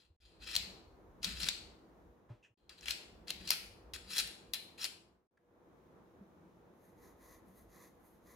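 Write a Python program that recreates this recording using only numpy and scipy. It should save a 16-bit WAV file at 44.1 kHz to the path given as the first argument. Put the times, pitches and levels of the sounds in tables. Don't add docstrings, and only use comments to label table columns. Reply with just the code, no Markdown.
import sys
import numpy as np
from scipy import signal
from scipy.fft import rfft, irfft, next_fast_len
from scipy.io import wavfile
from scipy.ndimage import uniform_filter1d, map_coordinates

SR = 44100
rng = np.random.default_rng(int(sys.argv[2]) if len(sys.argv) > 2 else 0)


def invert_db(level):
    return 10 ** (np.asarray(level, dtype=float) / 20)


def file_out(sig):
    cols = np.atleast_2d(sig).T
    lim = np.clip(cols, -1, 1)
    pcm = np.round(lim * 32767).astype(np.int16)
    wavfile.write(sys.argv[1], SR, pcm)


N = 368631


def unit(x):
    return x / np.sqrt(np.mean(x ** 2) + 1e-20)


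def along(points, hz):
    f, v = np.transpose(points)
    return np.interp(np.log(hz + 1), np.log(f + 1), v)


def curves(rows):
    s, *cols = np.transpose(rows)
    return [np.interp(np.arange(N) / SR, s, c) for c in cols]


def wobble(rate, length=N):
    knots = rng.standard_normal(int(length * rate / SR) + 4)
    return map_coordinates(knots, [np.arange(length) * rate / SR])


def swells(rows, steady_db):
    t = np.arange(N) / SR
    return invert_db(steady_db) + sum(invert_db(db) * np.exp(-((t - s) / half) ** 2) for s, db, half in rows)


def filtered(x, response):
    m = next_fast_len(x.shape[-1] + 8192)
    spectrum = rfft(x, m) * response(np.fft.rfftfreq(m, 1 / SR))
    return irfft(spectrum, m)[..., :x.shape[-1]]


def peak(f, hz, width_hz):
    return 1j * f * width_hz / (hz * hz - f * f + 1j * f * width_hz)


def coloured(x, spectrum):
    return unit(filtered(x, lambda f: invert_db(along(spectrum, f))))


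def gritty(grit_db):
    return rng.standard_normal(N) * invert_db(grit_db * wobble(500) + grit_db * wobble(70))


def half_shared_noise(own):
    return rng.standard_normal(N) + own * rng.standard_normal((2, N))


def appliances():
    # time in seconds, level in dB
    hum = [(0.0, -62.5), (8.36, -64)]
    # frequency in Hz, density in dB per Hz
    hum_colour = [(35, -41), (60, -14), (86, -7.5), (109, -10), (187, -8), (286, -8.5), (329, -4),
                  (396, -8), (559, -11), (1010, -15), (1830, -25.5), (2500, -35), (3250, -68.5),
                  (5500, -120)]
    # frequency in Hz, left-right likeness from 0 to 1
    likeness = [(60, 0.98), (180, 0.73), (400, .7), (800, 0.3), (1650, 0.032), (5000, 0)]
    # frequency in Hz, width in Hz, level in dB
    drone_rows = [(335, 27, -75), (483, 4.3, -75)]
    # centre in seconds, level in dB, half length in seconds
    surges = [(.65, -62, .12), (1.29, -59, .05), (1.47, -57, .05), (3.5, -65, .15), (4.2, -71, .1),
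              (6.3, -71, .2)]

    def mid_side(f):
        angle = np.arccos(np.clip(along(likeness, f), -1, 1)) / 2
        return invert_db(along(hum_colour, f)) * [np.cos(angle), np.sin(angle)]

    mid, side = filtered(rng.standard_normal((2, N)), mid_side)
    air = invert_db(curves(hum)[0] + 1.2 * wobble(11)) * unit(np.array([mid + side, mid - side]))
    drones = 0
    for hz, width_hz, db in drone_rows:
        drones = drones + invert_db(db) * unit(filtered(half_shared_noise(.4), lambda f: peak(f, hz, width_hz)))
    motor = unit(filtered(half_shared_noise(0.35), lambda f: peak(f, 183, 20)))
    return air + drones + swells(surges, steady_db=-74) * invert_db(3 * wobble(4)) * motor


def microphone_hiss():
    # frequency in Hz, density in dB per Hz
    hiss_colour = [(1290, -35), (2200, -3), (4000, -5), (4420, -11), (6690, -8), (7520, -17), (12300, -11),
                   (14800, -12.5), (16000, -19)]
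    return invert_db(-83.5) * coloured(rng.standard_normal((2, N)), hiss_colour)


def handling():
    # frequency in Hz, density in dB per Hz
    rumble_colour = [(20, -42), (35, -13.5), (55, -1), (80, -11.5), (120, -18.5), (200, -66.5)]
    # centre in seconds, level in dB, half length in seconds
    jolts = [(.08, -58, .04), (.24, -52, .06), (.42, -57, .1), (.6, -57, .1), (.9, -63, .13),
             (1.15, -63, .1), (1.36, -53, .09), (1.65, -63, .15), (2.05, -69, .1), (2.33, -64, .08),
             (2.68, -66, .06), (2.88, -60, .05), (3.2, -62, .1), (3.42, -61, .09), (3.7, -64, .1),
             (3.95, -63, .12), (4.25, -64, .06), (4.5, -70, .05), (5.15, -68, .08), (7.05, -75, .07),
             (7.3, -73, .09), (7.65, -72, .07), (8.25, -75, .1)]
    shared = coloured(rng.standard_normal(N), rumble_colour)
    own = coloured(rng.standard_normal((2, N)), rumble_colour)
    return swells(jolts, steady_db=-80) * invert_db(1.5 * wobble(6)) * (shared + 0.24 * own)


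def thumps():
    # start in seconds, peak in dB, note in Hz, t60 in seconds
    bumps = [
        (0.101, -48, 79, 0.1),
        (2.301, -43.5, 117, 0.092),
        (2.503, -55, 109, 0.078),
        (6.207, -56, 196, 0.079),
    ]
    out, t = np.zeros(N + SR), np.arange(SR // 2) / SR
    for s, db, hz, t60 in bumps:
        soft_start = 1 - np.exp(-t / 0.025)
        out[round(s * SR):][:len(t)] += invert_db(db + 23 - 60 * t / t60) * soft_start * np.sin(2 * np.pi * hz * t)
    return out[:N]


def rustles():
    # start in seconds, level in dB, length in seconds, centre in Hz, width in Hz
    puffs = [
        (.09, -69, 0.038, 300, 500),
        (2.285, -59, 0.092, 493, 930),
        (2.29, -76, 0.16, 2500, 2900),
        (2.425, -57.5, .07, 2650, 605),
        (2.435, -62.5, 0.068, 1740, 450),
        (2.425, -69.5, 0.076, 6200, 2500),
        (5.372, -59.5, 0.011, 1600, 700),
        (2.693, -60, .05, 1400, 700),
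        (5.372, -75.5, .01, 6000, 6000),
    ]
    out = np.zeros(N)
    for s, db, length, hz, width_hz in puffs:
        u = np.arange(round(3 * length * SR)) / (length * SR)
        puff = unit(filtered(rng.standard_normal(SR // 2), lambda f: peak(f, hz, width_hz) ** 2))
        out[round(s * SR):][:len(u)] += invert_db(db + 10.5) * 4 * u * np.exp(-4 * u) * puff[:len(u)]
    return out


def knife():
    # frequency in Hz, density in dB per Hz
    hiss_colour = [(4470, -62), (7600, -17), (9360, -8), (11500, 2), (12500, -6.5), (13100, -3),
                   (13900, -2), (16000, -22.5)]
    body_colour = [(700, -45), (1040, 3.5), (1500, -12.5), (1950, 1.5), (2400, -12), (3000, -26),
                   (3600, -12), (4300, -11), (5400, -15), (6500, -5.5), (7200, -13.5), (7700, -35),
                   (9500, -59.5)]
    # start in seconds, length in seconds, hiss at full speed in dB,
    # body in dB relative to that
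    rubs = [
        (6.79, .15, -80, -4),
        (6.95, .21, -72, 2),
        (7.16, .27, -68, 1),
        (7.44, .1, -79, -4),
        (7.5, .18, -72, -6),
        (7.66, .26, -68, 2),
        (7.95, .25, -76, -7),
        (8.2, .28, -74, 2),
    ]
    speed_power, body_gain_db, rest_db = 2.0, 0.1, -89
    t = np.arange(N) / SR
    hiss = body = invert_db(rest_db) * np.clip((t - 6.7) / 0.04, 0, 1)
    for s, length, db, body_db in rubs:
        speed = np.abs(np.sin(np.pi * np.clip((t - s) / length, 0, 1))) ** speed_power
        hiss = hiss + invert_db(db - 1) * speed
        body = body + invert_db(db + body_db) * speed
    slide = gritty(grit_db=1.03) * invert_db(2.5 * wobble(18))
    return hiss * coloured(slide, hiss_colour) + invert_db(body_gain_db) * body * coloured(slide, body_colour)


def knocks():
    # time in seconds, peak in dB, ring in Hz,
    # brightness in dB relative to the ring
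    landings = [(0.5524, -21, 4210, -15.5), (1.2296, -32, 4520, -19.5), (2.694, -34, 4240, -25),
                (2.809, -44, 5460, -25), (2.8569, -33.5, 2860, -25), (3.2814, -36.5, 4550, -26),
                (3.3039, -24.5, 4000, -12), (3.475, -31, 4730, -21.5), (3.5044, -15, 4650, -6),
                (3.5154, -25, 4380, -15.5), (3.9355, -34, 4070, -12), (4.1884, -22.5, 4100, -9),
                (4.2744, -37, 4080, -9.5), (4.5424, -29.5, 3970, -9.5), (4.8424, -23, 4720, -12.5)]
    chatter = [(0.5626, -16, 4190, -16), (0.5714, -32.5, 4250, -15), (1.2436, -20, 3930, -18),
               (1.2514, -29, 4270, -26.5), (1.4222, -33, 4040, -26.5), (1.4316, -25.5, 4120, -24),
               (1.4416, -28.5, 4170, -21.5), (1.4865, -17, 4160, -22), (2.8823, -25, 2640, -18),
               (2.9073, -22, 4360, -15.5), (3.49, -28, 4390, -20), (4.1036, -44.5, 5050, -13),
               (4.1809, -21, 4270, -14.5), (4.1964, -26.5, 4280, -23.5), (4.5351, -23, 4010, -7.5),
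               (4.8504, -27.5, 4280, -21)]
    # start in seconds, note in Hz, level in dB, t60 in seconds
    singing = [
        (.563, 3990, -55, 0.6),
        (.563, 4200, -52.5, 0.62),
        (.563, 4480, -52.5, 0.65),
        (1.487, 4535, -54.5, .7),
        (1.487, 4330, -55, 0.5),
        (1.487, 4100, -55, 0.37),
        (4.536, 4034, -49.5, 0.36),
        (4.538, 4075, -55, .45),
    ]
    hits = [row + (-23.5, -13.5) for row in landings] + [row + (-38, -18) for row in chatter]
    out, t = np.zeros((2, N + SR)), np.arange(SR // 2) / SR
    for s, db, ring_hz, bright_db, dull_db, handle_db in hits:
        crack = rng.standard_normal((4, 2, 2048)) * np.exp(-(t[:2048] / 0.0042) ** 3)
        crack[:, 1] = np.arange(2048) == 0
        ring_widths = np.array([[700], [1100]])
        ring = filtered(crack[0], lambda f: peak(f, ring_hz, ring_widths) + 0.096 * peak(f, 4800, 4000) ** 2)
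        top = filtered(crack[1], lambda f: peak(f, 11500, 8300) ** 2)
        dull = filtered(crack[2], lambda f: peak(f, 900, 900) ** 2)
        handle = filtered(crack[3], lambda f: peak(f, 2700, 2000) ** 2)
        parts = [(ring, [[0], [-1.5]]), (top, bright_db + 3.5), (dull, dull_db + 2),
                 (handle, handle_db + np.array([[2.5], [5]]))]
        for part, gain_db in parts:
            level = invert_db(db - 21) * invert_db(gain_db)
            out[:, round(s * SR):][:, :2048] += level * np.array([unit(part[0]), unit(part[1])])
    for s, hz, db, t60 in singing:
        decay = invert_db(db - 60 * t / t60 + 3.5 * wobble(60, len(t))) * (1 - t / t[-1])
        note = np.sin(2 * np.pi * hz * t + 1.6 * wobble(70, len(t)))
        out[:, round(s * SR):][:, :len(t)] += decay * note
    return out[:, :N]


def peeling():
    # frequency in Hz, width in Hz, level in dB
    blade_modes = [(1850, 250, -7), (2640, 380, -2.5), (3327, 510, -4.5), (4150, 330, 2.5), (6700, 500, -9)]
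    # frequency in Hz, density in dB per Hz
    skin_colour = [(410, -51), (700, -22), (1150, -13.5), (1390, 6.5), (1820, -2.5), (4120, 2), (5210, -23),
                   (8000, -27), (10400, -58), (17600, -120)]
    fizz_colour = [(4120, -27.5), (7000, 1.5), (8580, -2), (10700, 5.5), (12600, -2.5), (13600, -2),
                   (16000, -15.5)]
    # start in seconds, end in seconds,
    # first level in dB, last level in dB, loose resonance in Hz
    drags = [(0.0, .09, -50.5, -70, 3800), (.203, .39, -51, -74, 4000), (.392, .42, -68, -55, 4200),
             (.42, .525, -54, -41, 3600), (.53, .552, -45, -37, 3200), (1.218, 1.229, -62, -56, 4300),
             (1.231, 1.243, -45, -42, 4200), (1.255, 1.346, -47, -54, 3900), (1.35, 1.446, -53, -39, 4200),
             (1.452, 1.484, -46, -44, 4200), (2.575, 2.66, -64, -82, 3300), (2.695, 2.74, -52, -62, 2600),
             (2.775, 2.85, -70, -53, 3800), (2.857, 2.925, -47, -42, 3200), (3.272, 3.301, -56, -46, 4400),
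             (3.395, 3.47, -62, -54, 4100), (3.472, 3.49, -48, -44, 3800), (3.512, 3.54, -36, -42, 3200),
             (3.938, 3.965, -43, -50, 3700), (4.04, 4.135, -70, -41, 4400), (4.135, 4.176, -41, -41, 4300),
             (4.18, 4.21, -35, -41, 3700), (4.54, 4.57, -45, -52, 3600), (4.777, 4.815, -61, -41, 4000),
             (4.815, 4.865, -41, -42, 4100)]
    firm_db = -45

    gate, knots = np.zeros(N), []
    for start, end, first_db, last_db, hz in drags:
        gate[round(start * SR):round(end * SR)] = 1
        knots += [(start, first_db, hz), (end, last_db, hz)]
    gate = uniform_filter1d(gate, size=200)
    drag_db, loose_hz = curves(knots)
    pressure_db = drag_db - firm_db
    fizz_db = -19 + .25 * pressure_db + 2.6 * np.arange(N) / SR + 2.5 * wobble(30)

    tear = gritty(grit_db=2.6)
    blade = 0
    for hz, width_hz, db in blade_modes:
        favoured_db = -8 * np.abs(np.log2(loose_hz / hz)) + 3.2 * wobble(22)
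        blade = blade + invert_db(db + favoured_db) * unit(filtered(tear, lambda f: peak(f, hz, width_hz)))
    glide_hz = 5250 + 40 * pressure_db
    shiver = unit(filtered(gritty(grit_db=2.0), lambda f: 1 / (1 + 1j * f / 90)))
    rising = invert_db(-1) * shiver * np.sin(2 * np.pi * np.cumsum(glide_hz) / SR)
    body = unit(blade) + rising + .55 * coloured(tear, skin_colour)
    return gate * invert_db(drag_db - 4.5) * (body + invert_db(fizz_db + 3.5) * coloured(tear, fizz_colour))


def counter(x):
    echoes = np.zeros((2, SR // 20))
    delays_s = rng.uniform(.0008, 0.033, (2, 14))
    sizes = rng.choice([-1, 1], (2, 14)) * invert_db(-6.5 - 60 * delays_s / 0.057)
    for port in range(2):
        echoes[port, (delays_s[port] * SR).astype(int)] = sizes[port]
    return signal.fftconvolve(x[None], echoes, axes=1)[:, :N]


def kitchen(x):
    # frequency in Hz, t60 in seconds
    decay_times = [(300, .7), (2000, 0.58), (4000, 0.49), (8000, 0.49), (14000, .4)]
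    changes = [0, .18, 2.555, 5.29, 8.4]
    out = np.zeros((2, N + 2 * SR))
    for start, end in zip(changes, changes[1:]):
        part = np.zeros_like(out)
        for s in np.arange(start, end, .3):
            a, b = round(s * SR), round(min(s + .3, end) * SR)
            hz, t, z = signal.stft(rng.standard_normal((2, SR * 2 // 3)), SR, nperseg=256)
            decay = invert_db(-60 * t / along(decay_times, hz)[:, None])
            tail = signal.istft(z * decay, SR, nperseg=256)[1]
            wet = signal.fftconvolve(x[None, a:b], tail / np.linalg.norm(tail[0]), axes=1)
            part[:, a + 250:][:, :wet.shape[1]] += wet
        out[:, :round(end * SR)] += part[:, :round(end * SR)]
    return out[:, :N]


def fades():
    # start in seconds, end in seconds, fade-in in seconds, fade-out in seconds
    stretches = [
        (-1.0, .165, .4, 1.4),
        (.202, 2.543, .42, .55),
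        (2.574, 5.272, .4, .48),
        (5.31, 9.4, .5, .4),
    ]
    t = np.arange(N) / SR
    gain = 0
    for start, end, rise, fall in stretches:
        ramp = np.clip(.06 + np.minimum((t - start) / rise, (end - t) / fall), 0, 1)
        gain = gain + (t > start) * (t < end) * ramp
    return gain


def scene():
    # frequency in Hz, left over right in dB
    lean = [(60, 2), (150, 0.5), (380, 1.0), (950, 11), (2380, 8.5), (5980, 7.5), (10000, 5), (15000, -1)]
    # frequency in Hz, left lead in radians
    lead = [(500, 1.26), (2400, .6), (5000, -1.1), (6800, 0.12), (7900, -2.5), (9300, 1.5), (11400, -0.7),
            (15000, -1.9)]
    # frequency in Hz, level in dB
    wall_colour = [(500, 5.5), (1500, -1), (3000, 3.5), (4500, 1.5), (6000, -2.5), (8000, 5.5),
                   (11000, -1.5), (15000, -9.5)]
    slap, spread = knocks()
    drag = peeling()
    blade = knife() + rustles()
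    half = np.array([[.5], [-.5]])
    direct = filtered(slap + drag, lambda f: invert_db(half * along(lean, f)) * np.exp(1j * half * along(lead, f)))
    sent = spread + drag + .5 * blade
    room = counter(sent) + invert_db(-4.5) * kitchen(sent)
    wet = filtered(room, lambda f: invert_db(along(wall_colour, f)))
    near = direct + blade * invert_db([[.3], [-.3]]) + wet * invert_db([[1.6], [-1.6]])
    return near + thumps() + appliances() + microphone_hiss() + handling()


def band_limit(x):
    return signal.sosfilt(signal.butter(12, 16510, fs=SR, output="sos"), x)


def record(dry):
    heard = filtered(dry, lambda f: f < 16350) * fades()
    return band_limit(heard)


dry = scene()
out = record(dry)
file_out(out)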